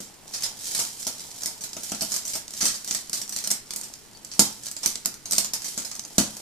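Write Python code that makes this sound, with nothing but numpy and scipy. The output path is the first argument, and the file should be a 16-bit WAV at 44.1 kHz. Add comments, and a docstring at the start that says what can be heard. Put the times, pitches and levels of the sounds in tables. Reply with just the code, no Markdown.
"""Lying on broken glass

Broken bottle glass on a towel crackles as a person lying on it shifts his weight, in a small room.
Shard edges grind in swells of tiny slips, single shards snap, and bigger breaks knock on the wooden
floor. A few loose pieces ring briefly. A close stereo microphone overloads on the hardest break."""
import sys
import numpy as np
from scipy import signal
from scipy.fft import rfft, irfft
from scipy.io import wavfile
from scipy.ndimage import uniform_filter1d

SR = 44100
rng = np.random.default_rng(int(sys.argv[2]) if len(sys.argv) > 2 else 0)


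def unload_wav(signal):
    """Save mono or channel-first audio to the path in sys.argv[1] as 16-bit WAV at rate SR, clipped to [-1, 1]."""
    wavfile.write(
        sys.argv[1],
        SR,
        np.round(np.clip(np.atleast_2d(signal).T, -1, 1) * 32767).astype(np.int16),
    )


N = 282673


def gain_of(db):
    """Turns decibels into a number to multiply a sound by."""
    return 10 ** (np.asarray(db) / 20)


def fade(t, fade_s):
    """Dies away by 60 dB every fade_s seconds."""
    return gain_of(-60 * t / fade_s)


def unit(x):
    """Scales a sound to an average energy of one per channel."""
    return x / np.sqrt(np.mean(np.sum(x ** 2, axis=-1)) + 1e-20)


def read(points, hz):
    """Looks up a pitch in a table, sliding smoothly between its rows."""
    pitches, values = np.transpose(points)
    return np.interp(np.log(hz + 1), np.log(pitches + 1), values)


def add(mix, start_s, sound):
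    """Adds a sound to the stereo mix."""
    part = mix[:, max(round(start_s * SR), 0):][:, :sound.shape[-1]]
    part += sound[..., :part.shape[-1]]


def convolve(x, response):
    """Makes every sample of x set off a copy of the response."""
    return signal.fftconvolve(np.atleast_2d(x), np.atleast_2d(response), axes=1)[:, :N]


def colour(x, tone, size=2048):
    """Makes some pitches stronger and others weaker, following a tone table."""
    log_gain = np.log(gain_of(read(tone, abs(np.fft.fftfreq(size, 1 / SR)))))
    phase = -signal.hilbert(log_gain).imag  # so nothing rings before it is hit
    response = np.fft.ifft(np.exp(log_gain + 1j * phase)).real[:size // 2]
    return convolve(x, unit(response))


def stereo_noise(size):
    """Noise that is half shared by left and right, half their own."""
    return rng.standard_normal(size) + rng.standard_normal((2, size))


# The tone of the quiet room: pitch_hz, level_db
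BACKGROUND_TONE = [(20, 3), (45, -1), (80, 0), (120, 3.5), (250, 2), (450, -1.5), (700, -26), (920, -10.5),
                   (1300, -8.5), (2500, -9.5), (7000, -14.5), (15000, -20.5)]
def background(level_db=-56):
    """The room rumbles steadily under a faint hiss."""
    return gain_of(level_db) * colour(stereo_noise(N), BACKGROUND_TONE)


# Each shift of weight onto the heap: peak_s, length_s, level_db
WEIGHT_SHIFTS = [(-0.008, 0.23, -38), (0.347, 0.24, -37.5), (0.436, 0.17, -31), (0.666, 0.44, -33.5),
                 (0.779, 0.43, -30), (1.026, 0.59, -39.5), (1.205, 0.45, -42.5), (1.408, 0.99, -42),
                 (1.88, 0.87, -39), (2.112, 0.42, -36.5), (2.3, 0.21, -34.5), (2.639, 0.37, -27),
                 (2.924, 0.31, -33), (3.172, 0.19, -33.5), (3.38, 0.46, -39), (3.8, 1, -48),
                 (4.436, 0.63, -39.5), (4.657, 0.12, -35.5), (4.868, 0.43, -38), (5.36, 0.3, -33),
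                 (5.68, 0.28, -35), (5.815, 1, -43), (6.245, 1, -42)]
REST_DB = -58.5  # grinding under the resting weight
def load_db(t, build_share=0.42, swell_db=25.5):
    """How hard the heap grinds: the resting weight plus shifts that build and ease."""
    power = gain_of(REST_DB) ** 2
    for peak_s, length_s, db in WEIGHT_SHIFTS:
        from_peak = np.maximum((peak_s - t) / build_share, (t - peak_s) / (1 - build_share)) / length_s
        power = power + gain_of(db - swell_db * from_peak) ** 2
    return 10 * np.log10(power)


def slip_sizes(spread_db):
    """Random strengths for slips: most are tiny, a few are larger."""
    return gain_of(spread_db * np.minimum(rng.exponential(1, N), 4))


def shard(fade_s, tick, width, count=40, size=900):
    """An odd-shaped piece of glass rings at many high pitches, with an optional tick."""
    t = np.arange(size) / SR
    place, life, strength, skew = rng.random((4, count, 1))
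    hz = 3000 + 12500 * (np.arange(count)[:, None] + place) / count
    levels = (.5 + strength) * fade(t, fade_s * (.5 + life))
    left = 2 * np.pi * (hz * t + rng.random((count, 1)))
    right = left + width * (2 * skew - 1)  # each pitch spreads in its own directions
    ring = np.array([(levels * np.cos(phase)).sum(0) for phase in (left, right)])
    return unit(unit(ring) + tick * (t == 0))


# The tone of glass rubbing on glass: pitch_hz, level_db
GRIND_TONE = [(40, -27), (120, -6), (220, -0.5), (400, -10.5), (680, -6.5), (1200, -14), (2300, -6.5),
              (3300, -9.5), (4500, -4), (6000, -1.5), (8000, -2.5), (10500, -7), (16000, -13.5)]
def grinding(slips_per_s=750, pieces=40):
    """Edges catch and slip, and each slip rings one piece in the heap."""
    slips = slip_sizes(spread_db=3.5) * rng.choice([-1, 1], N)
    slips *= rng.random(N) < slips_per_s / SR
    slips /= np.sqrt(abs(uniform_filter1d(slips ** 2, size=1500)) + 1e-6)  # even out the loudness
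    slips *= gain_of(load_db(np.arange(N) / SR))
    piece = rng.integers(0, pieces, N)
    heap = sum(convolve(slips * (piece == k), shard(fade_s=.038, tick=.48, width=2.6))
               for k in range(pieces))
    return colour(heap, GRIND_TONE)


# How strongly the heap drags as the body settles: time_s, level_db
DRAG_LEVELS = [(0, -57.5), (.45, -51), (.9, -58), (1.27, -49), (2, -59.5), (3.4, -58), (4.3, -55.5),
               (5.05, -61), (6.41, -51.5)]
# The muffled tone of that dragging: pitch_hz, level_db
DRAG_TONE = [(80, -19), (200, -15.5), (380, -8), (650, -5.5), (900, -4), (1200, -16.5), (3000, -21.5)]
def dragging(trim_db=-3, slips_per_s=700):
    """Pieces at the bottom of the heap slip dully on the towel and floor."""
    sizes = slip_sizes(spread_db=4) * (rng.random(N) < slips_per_s / SR)
    slips = colour(sizes * stereo_noise(N), DRAG_TONE)
    level_db = np.interp(np.arange(N) / SR, *np.transpose(DRAG_LEVELS))
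    return slips / slips.std() * gain_of(level_db + trim_db)


# Heavy pieces pushed against the floor, before the boosts: start_s, boom_db, knock_db, pitch_hz
FLOOR_HITS = [(.003, -33, -42, 550), (0.789, -62, -33, 885), (1.067, -44, -32, 870),
              (1.767, -36.5, -33, 670), (1.919, -26, -27.5, 720), (2.02, -30.5, -29, 644),
              (2.354, -59, -33.5, 875), (2.628, -25.5, -40, 900), (4.393, -15, -21, 870),
              (5.776, -31.5, -39, 635), (6.182, -10.5, -19.5, 580)]
# The low notes of the floor and the room above it: pitch_hz, level_db, fade_s
FLOOR_NOTES = [(55, -19, .09), (100, -13, .12), (125, -15, .18), (150, -16, .2), (185, -4, .09),
               (209, 0, .19), (237, -2, .15), (281, -5, .18), (345, -9, .18), (480, -18, .18)]
# The tone of a knock: pitch_hz, level_db
KNOCK_TONE = [(60, -21), (300, 1.5), (700, 1), (1100, -10.5), (1380, 1), (1800, -16), (3000, -2.5),
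              (8000, -39.5)]
def knocks(boom_boost_db=19, knock_boost_db=21):
    """Glass gives way and hits the floor through the towel: a dull knock, and the boards boom."""
    booms, raps = np.zeros((2, N)), np.zeros((2, N))
    t = np.arange(SR // 3) / SR
    rise = 1 - np.exp(-t / .002)
    for start_s, boom_db, knock_db, pitch_hz in FLOOR_HITS + floor_nudges():
        boom = sum(gain_of(db) * fade(t, fade_s) * np.cos(2 * np.pi * hz * rng.uniform(.975, 1.025) * t)
                   for hz, db, fade_s in FLOOR_NOTES)
        rattle = stereo_noise(len(t)) * fade(t, .1)
        rattle = unit(colour(rattle, KNOCK_TONE))[:, :len(t)]
        hollow = unit(np.sin(2 * np.pi * pitch_hz * t) * fade(t, .03))
        add(booms, start_s, gain_of(boom_db + boom_boost_db) * unit(boom * rise))
        add(raps, start_s, gain_of(knock_db + knock_boost_db) * unit(rattle + gain_of(-4) * hollow))
    return booms + gain_of(-12.5) * room(booms) + raps + gain_of(-3) * room(raps)


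# Loose pieces that ring on: start_s, pitch_hz, level_db, fade_s
LOOSE_PIECES = [(.04, 7400, -46, .2), (.468, 6950, -36, .22), (2.143, 6900, -35, .13),
                (2.258, 7550, -41, .2), (4.149, 4520, -43, .14), (5.058, 9400, -41, .11),
                (5.382, 4450, -26, .08), (5.43, 7050, -35, .17), (5.993, 6100, -43, .1),
                (6.048, 6850, -46, .2)]
def chinks():
    """A free piece rings at one clear pitch."""
    out, t = np.zeros((2, N)), np.arange(SR // 3) / SR
    for start_s, hz, db, fade_s in LOOSE_PIECES:
        add(out, start_s, gain_of(db) * fade(t, fade_s) * np.sin(2 * np.pi * hz * t))
    return out


# Shards that snap clearly, before the boost: start_s, level_db, pitch_hz, brightness_db, depth
# (depth is 0 on top of the heap and 1 at the bottom)
CLEAR_SNAPS = [(0.337, -20, 4300, -18, 0.95), (0.435, -17, 5170, -21, .9), (0.748, -12.5, 3980, -3, 0.64),
               (0.7904, -13.5, 9100, -5, 0.91), (0.996, -27.5, 7140, 3, 0.95), (1.067, -13, 4350, -5, 0.66),
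               (1.433, -15, 5430, -6, .3), (1.458, -12, 6560, 1, 0.6), (1.608, -25, 6100, -5, 0.9),
               (1.637, -18, 5700, -8, 0.62), (1.731, -21, 5100, -17, 0.24), (1.766, -21.5, 6100, -9, 0.57),
               (1.833, -19.5, 5330, 1, 0.55), (1.918, -15, 5780, -3, 0.33), (1.947, -19.5, 5450, -21, 0.45),
               (2.008, -14.5, 5600, -13, 0.79), (2.021, -13, 5630, 14, 0.4), (2.118, -13, 6800, -7, 0.59),
               (2.14, -13, 5920, 0, 0.57), (2.162, -12.5, 6600, -2, 0.54), (2.251, -18.5, 6170, -1, .65),
               (2.278, -18.5, 7400, -1, 0.63), (2.3334, -19, 8250, -15, 0.9), (2.353, -18, 5440, 0, .8),
               (2.479, -23.5, 6100, -17, .05), (2.506, -24, 7360, -3, .05), (2.609, -13.5, 4370, -15, 0.95),
               (2.628, -19, 6200, -18, .35), (2.654, -7, 8200, -13, 0.66), (2.682, -13, 4400, -10, 0.34),
               (2.742, -22, 7160, -16, 0.8), (2.845, -20.5, 8600, -8, 0.24),
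               (2.875, -18.5, 5730, -10, 0.73), (2.909, -10, 6300, -23, 0.2),
               (2.947, -11.5, 7860, -12, 0.54), (3.095, -19, 9100, -1, 0.05),
               (3.13, -11.5, 5520, -6.5, 0.61), (3.215, -16.5, 5350, -8, 0.5), (3.293, -17.5, 8700, 1, .35),
               (3.323, -19.5, 5870, -5, 0.67), (3.362, -13.5, 4500, -6, 0.53), (3.439, -17, 6040, -9, 0.7),
               (3.473, -11, 5350, 1, 0.18), (3.503, -11, 5350, 0, 0.83), (3.513, -6.5, 8000, -4, 0),
               (3.706, -17.5, 4780, -8, 0.42), (3.735, -18.5, 8900, -6, 0.17), (3.76, -15, 8270, 2, 0.46),
               (3.811, -20, 8400, -3, 0), (3.833, -24, 7280, -3, 0.78), (3.937, -24.5, 7440, -11, .2),
               (4.247, -23, 7600, -5, 0.3), (4.3143, -24, 4600, -32, 0.67), (4.393, 4.5, 7490, -4, 0.41),
               (4.666, -19, 7400, -20, 0.33), (4.713, -18.5, 8000, -1, 0.3), (4.765, -19, 7400, -10, .4),
               (4.831, -18.5, 8260, -16, 0.97), (4.859, -3.5, 6060, -4, 0.38), (4.955, -15, 7180, -30, 0.1),
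               (5.048, -23, 5300, -16, 0.84), (5.057, -5.5, 7200, 1.5, 0.15), (5.14, -25.5, 5950, -8, 0.37),
               (5.256, -20, 6300, -19, .5), (5.309, -11, 5750, 0, 0.47), (5.321, -9, 8840, -2, 0.5),
               (5.332, -8.5, 5070, -10, 0), (5.381, -2.5, 6500, -5, 0.43), (5.445, -13.5, 7000, -6, 0.45),
               (5.534, -11, 5330, -5, 0.63), (5.619, -22, 5600, -14, 0.45), (5.643, -22, 6100, -8, 0.95),
               (5.776, -14.5, 7900, -10.5, 0.71), (5.848, -21, 6930, -10, 0.72),
               (5.913, -20, 7360, -23, 0.48), (5.952, -22.5, 5930, -9, 0.35), (5.993, -17, 6120, -12, 0.1),
               (6.049, -22.5, 6650, -20, 0.05), (6.181, -1, 6840, -5.5, 0.54),
               (6.367, -23.5, 6500, -8, 0.48)]
# The tone of breaking glass: pitch_hz, level_db
SNAP_TONE = [(40, -12), (200, -23.5), (700, -9), (1200, -11), (2300, -8.5), (3300, -11), (4500, -1),
             (6000, 2), (8000, -0.5), (10500, -10), (16000, -18)]
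def snaps(boost_db=13, jerks_per_s=12000, crumbs_per_s=600, rise_s=.001, run_s=.0036, size=4000, spots=4):
    """A crack runs through a shard in quick jerks, makes it ring and sheds crumbs."""
    direct, to_room = np.zeros((2, N)), np.zeros((spots, 2, N))
    t = np.arange(size) / SR
    highpass = signal.butter(2, 9800, "high", fs=SR)
    rise = 1 - np.exp(-(t / rise_s) ** 4)
    click = np.arange(size) == round(rise_s * SR)
    for k, (start_s, db, hz, brightness_db, depth) in enumerate(CLEAR_SNAPS + small_snaps()):
        # a buried shard crumbles more, and more of it is heard by way of the room
        room_db, crumble_db = -8 + 17.5 * depth, -13.5 + 11 * depth
        push, chance = rise * stereo_noise(size), rng.random(size)
        jerks = unit(push * (chance < jerks_per_s / SR) / (1 + (t / run_s) ** 4))
        crumbs = unit(push * (1 - chance < crumbs_per_s / SR) * fade(t, .08))
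        main_note = unit(rise * np.cos(2 * np.pi * hz * t) * fade(t, .007))
        ring = unit(rise * shard(fade_s=.016, tick=0, width=2.2, count=26, size=size))
        snap = unit(jerks + gain_of(-2) * ring + gain_of(-9) * main_note) + gain_of(crumble_db) * crumbs
        # the room hears the shard from all sides, which partly evens out its tone
        all_round = .85 * snap + .5 * click
        both = np.concatenate([snap, all_round])
        treble = signal.filtfilt(*highpass, both, padtype=None)
        both += (gain_of(.75 * (brightness_db + 16)) - 1) * treble  # a cleaner break is brighter
        near, far = np.split(colour(both, SNAP_TONE), 2)
        add(direct, start_s, gain_of(db + boost_db) * unit(near))
        add(to_room[k % spots], start_s, gain_of(db + boost_db + room_db) * unit(far))
    return direct + sum(room(spot) for spot in to_room)


def small_snaps(count=48, resting_db=-35.5, load_share=.58, spread_db=5, brightness_db=-14):
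    """Lesser shards snap at random, harder under more weight. Gives rows like CLEAR_SNAPS."""
    when, size, pitch, depth = rng.random((count, 4)).T
    start_s = (np.arange(count) + when) / count * N / SR
    level_db = resting_db + load_share * (load_db(start_s) - REST_DB) + spread_db * (2 * size - 1)
    pitch_hz = np.interp(pitch, [0, 1], [4800, 7950])
    return list(zip(start_s, level_db, pitch_hz, np.full(count, brightness_db), depth / 2))


def floor_nudges(boom_offset_db=-27, knock_offset_db=-32, pitch_hz=630):
    """Each clear snap kicks back against the floor. Gives rows like FLOOR_HITS."""
    return [(s, db + boom_offset_db, db + knock_offset_db, pitch_hz) for s, db, *_ in CLEAR_SNAPS]


# How long the room's echo lasts: pitch_hz, fade_s
ECHO_FADES = [(150, 0.44), (400, 0.27), (1000, 0.41), (3000, 0.33), (7000, 0.23), (14000, 0.21)]
def room(x, echoes_per_s=7000, build_s=.0017, mono_hz=450):
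    """Sound bounces around the small room, and each pitch dies away at its own speed."""
    echoes = rng.standard_normal((2, SR // 2)) * (rng.random((2, SR // 2)) < echoes_per_s / SR)
    hz, t, (left, right) = signal.stft(echoes, SR, nperseg=256)
    shared = 1 / (1 + (hz[:, None] / mono_hz) ** 4)  # the bass is alike on both sides
    bands = np.array([left, shared * left + np.sqrt(1 - shared ** 2) * right])
    tail = signal.istft(bands * fade(t, read(ECHO_FADES, hz)[:, None]), SR, nperseg=256)[1]
    rise = 1 - np.exp(-(np.arange(tail.shape[1]) / SR / build_s) ** 2)
    return convolve(x, unit(tail * rise))


def scene():
    """All the sounds of the glass and the floor, together in the room."""
    rustle = grinding() + dragging() + chinks()
    return snaps() + rustle + .7 * room(rustle) + knocks() + background()


def record(dry, right_delay_s=2.6e-5, top_hz=14680):
    """The microphone's left side is a little nearer and favours bass; its right side favours treble."""
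    hz = np.fft.rfftfreq(N, 1 / SR)
    balance_db = read([(200, 3.3), (690, 3), (1300, -.3), (4300, -1.3), (8000, -3.7), (14000, -3.7)], hz)
    left = gain_of(balance_db / 2)
    right = gain_of(-balance_db / 2) * np.exp(-2j * np.pi * hz * right_delay_s)
    heard = irfft(rfft(dry) * np.array([left, right]), N)
    heard = heard / (1 + heard ** 6) ** (1 / 6)  # overload squashes the tallest peaks
    lowpass = signal.firwin(301, top_hz, window=("kaiser", 7), fs=SR)
    return signal.oaconvolve(heard, lowpass[None], "same")


dry = scene()
out = record(dry)
unload_wav(out)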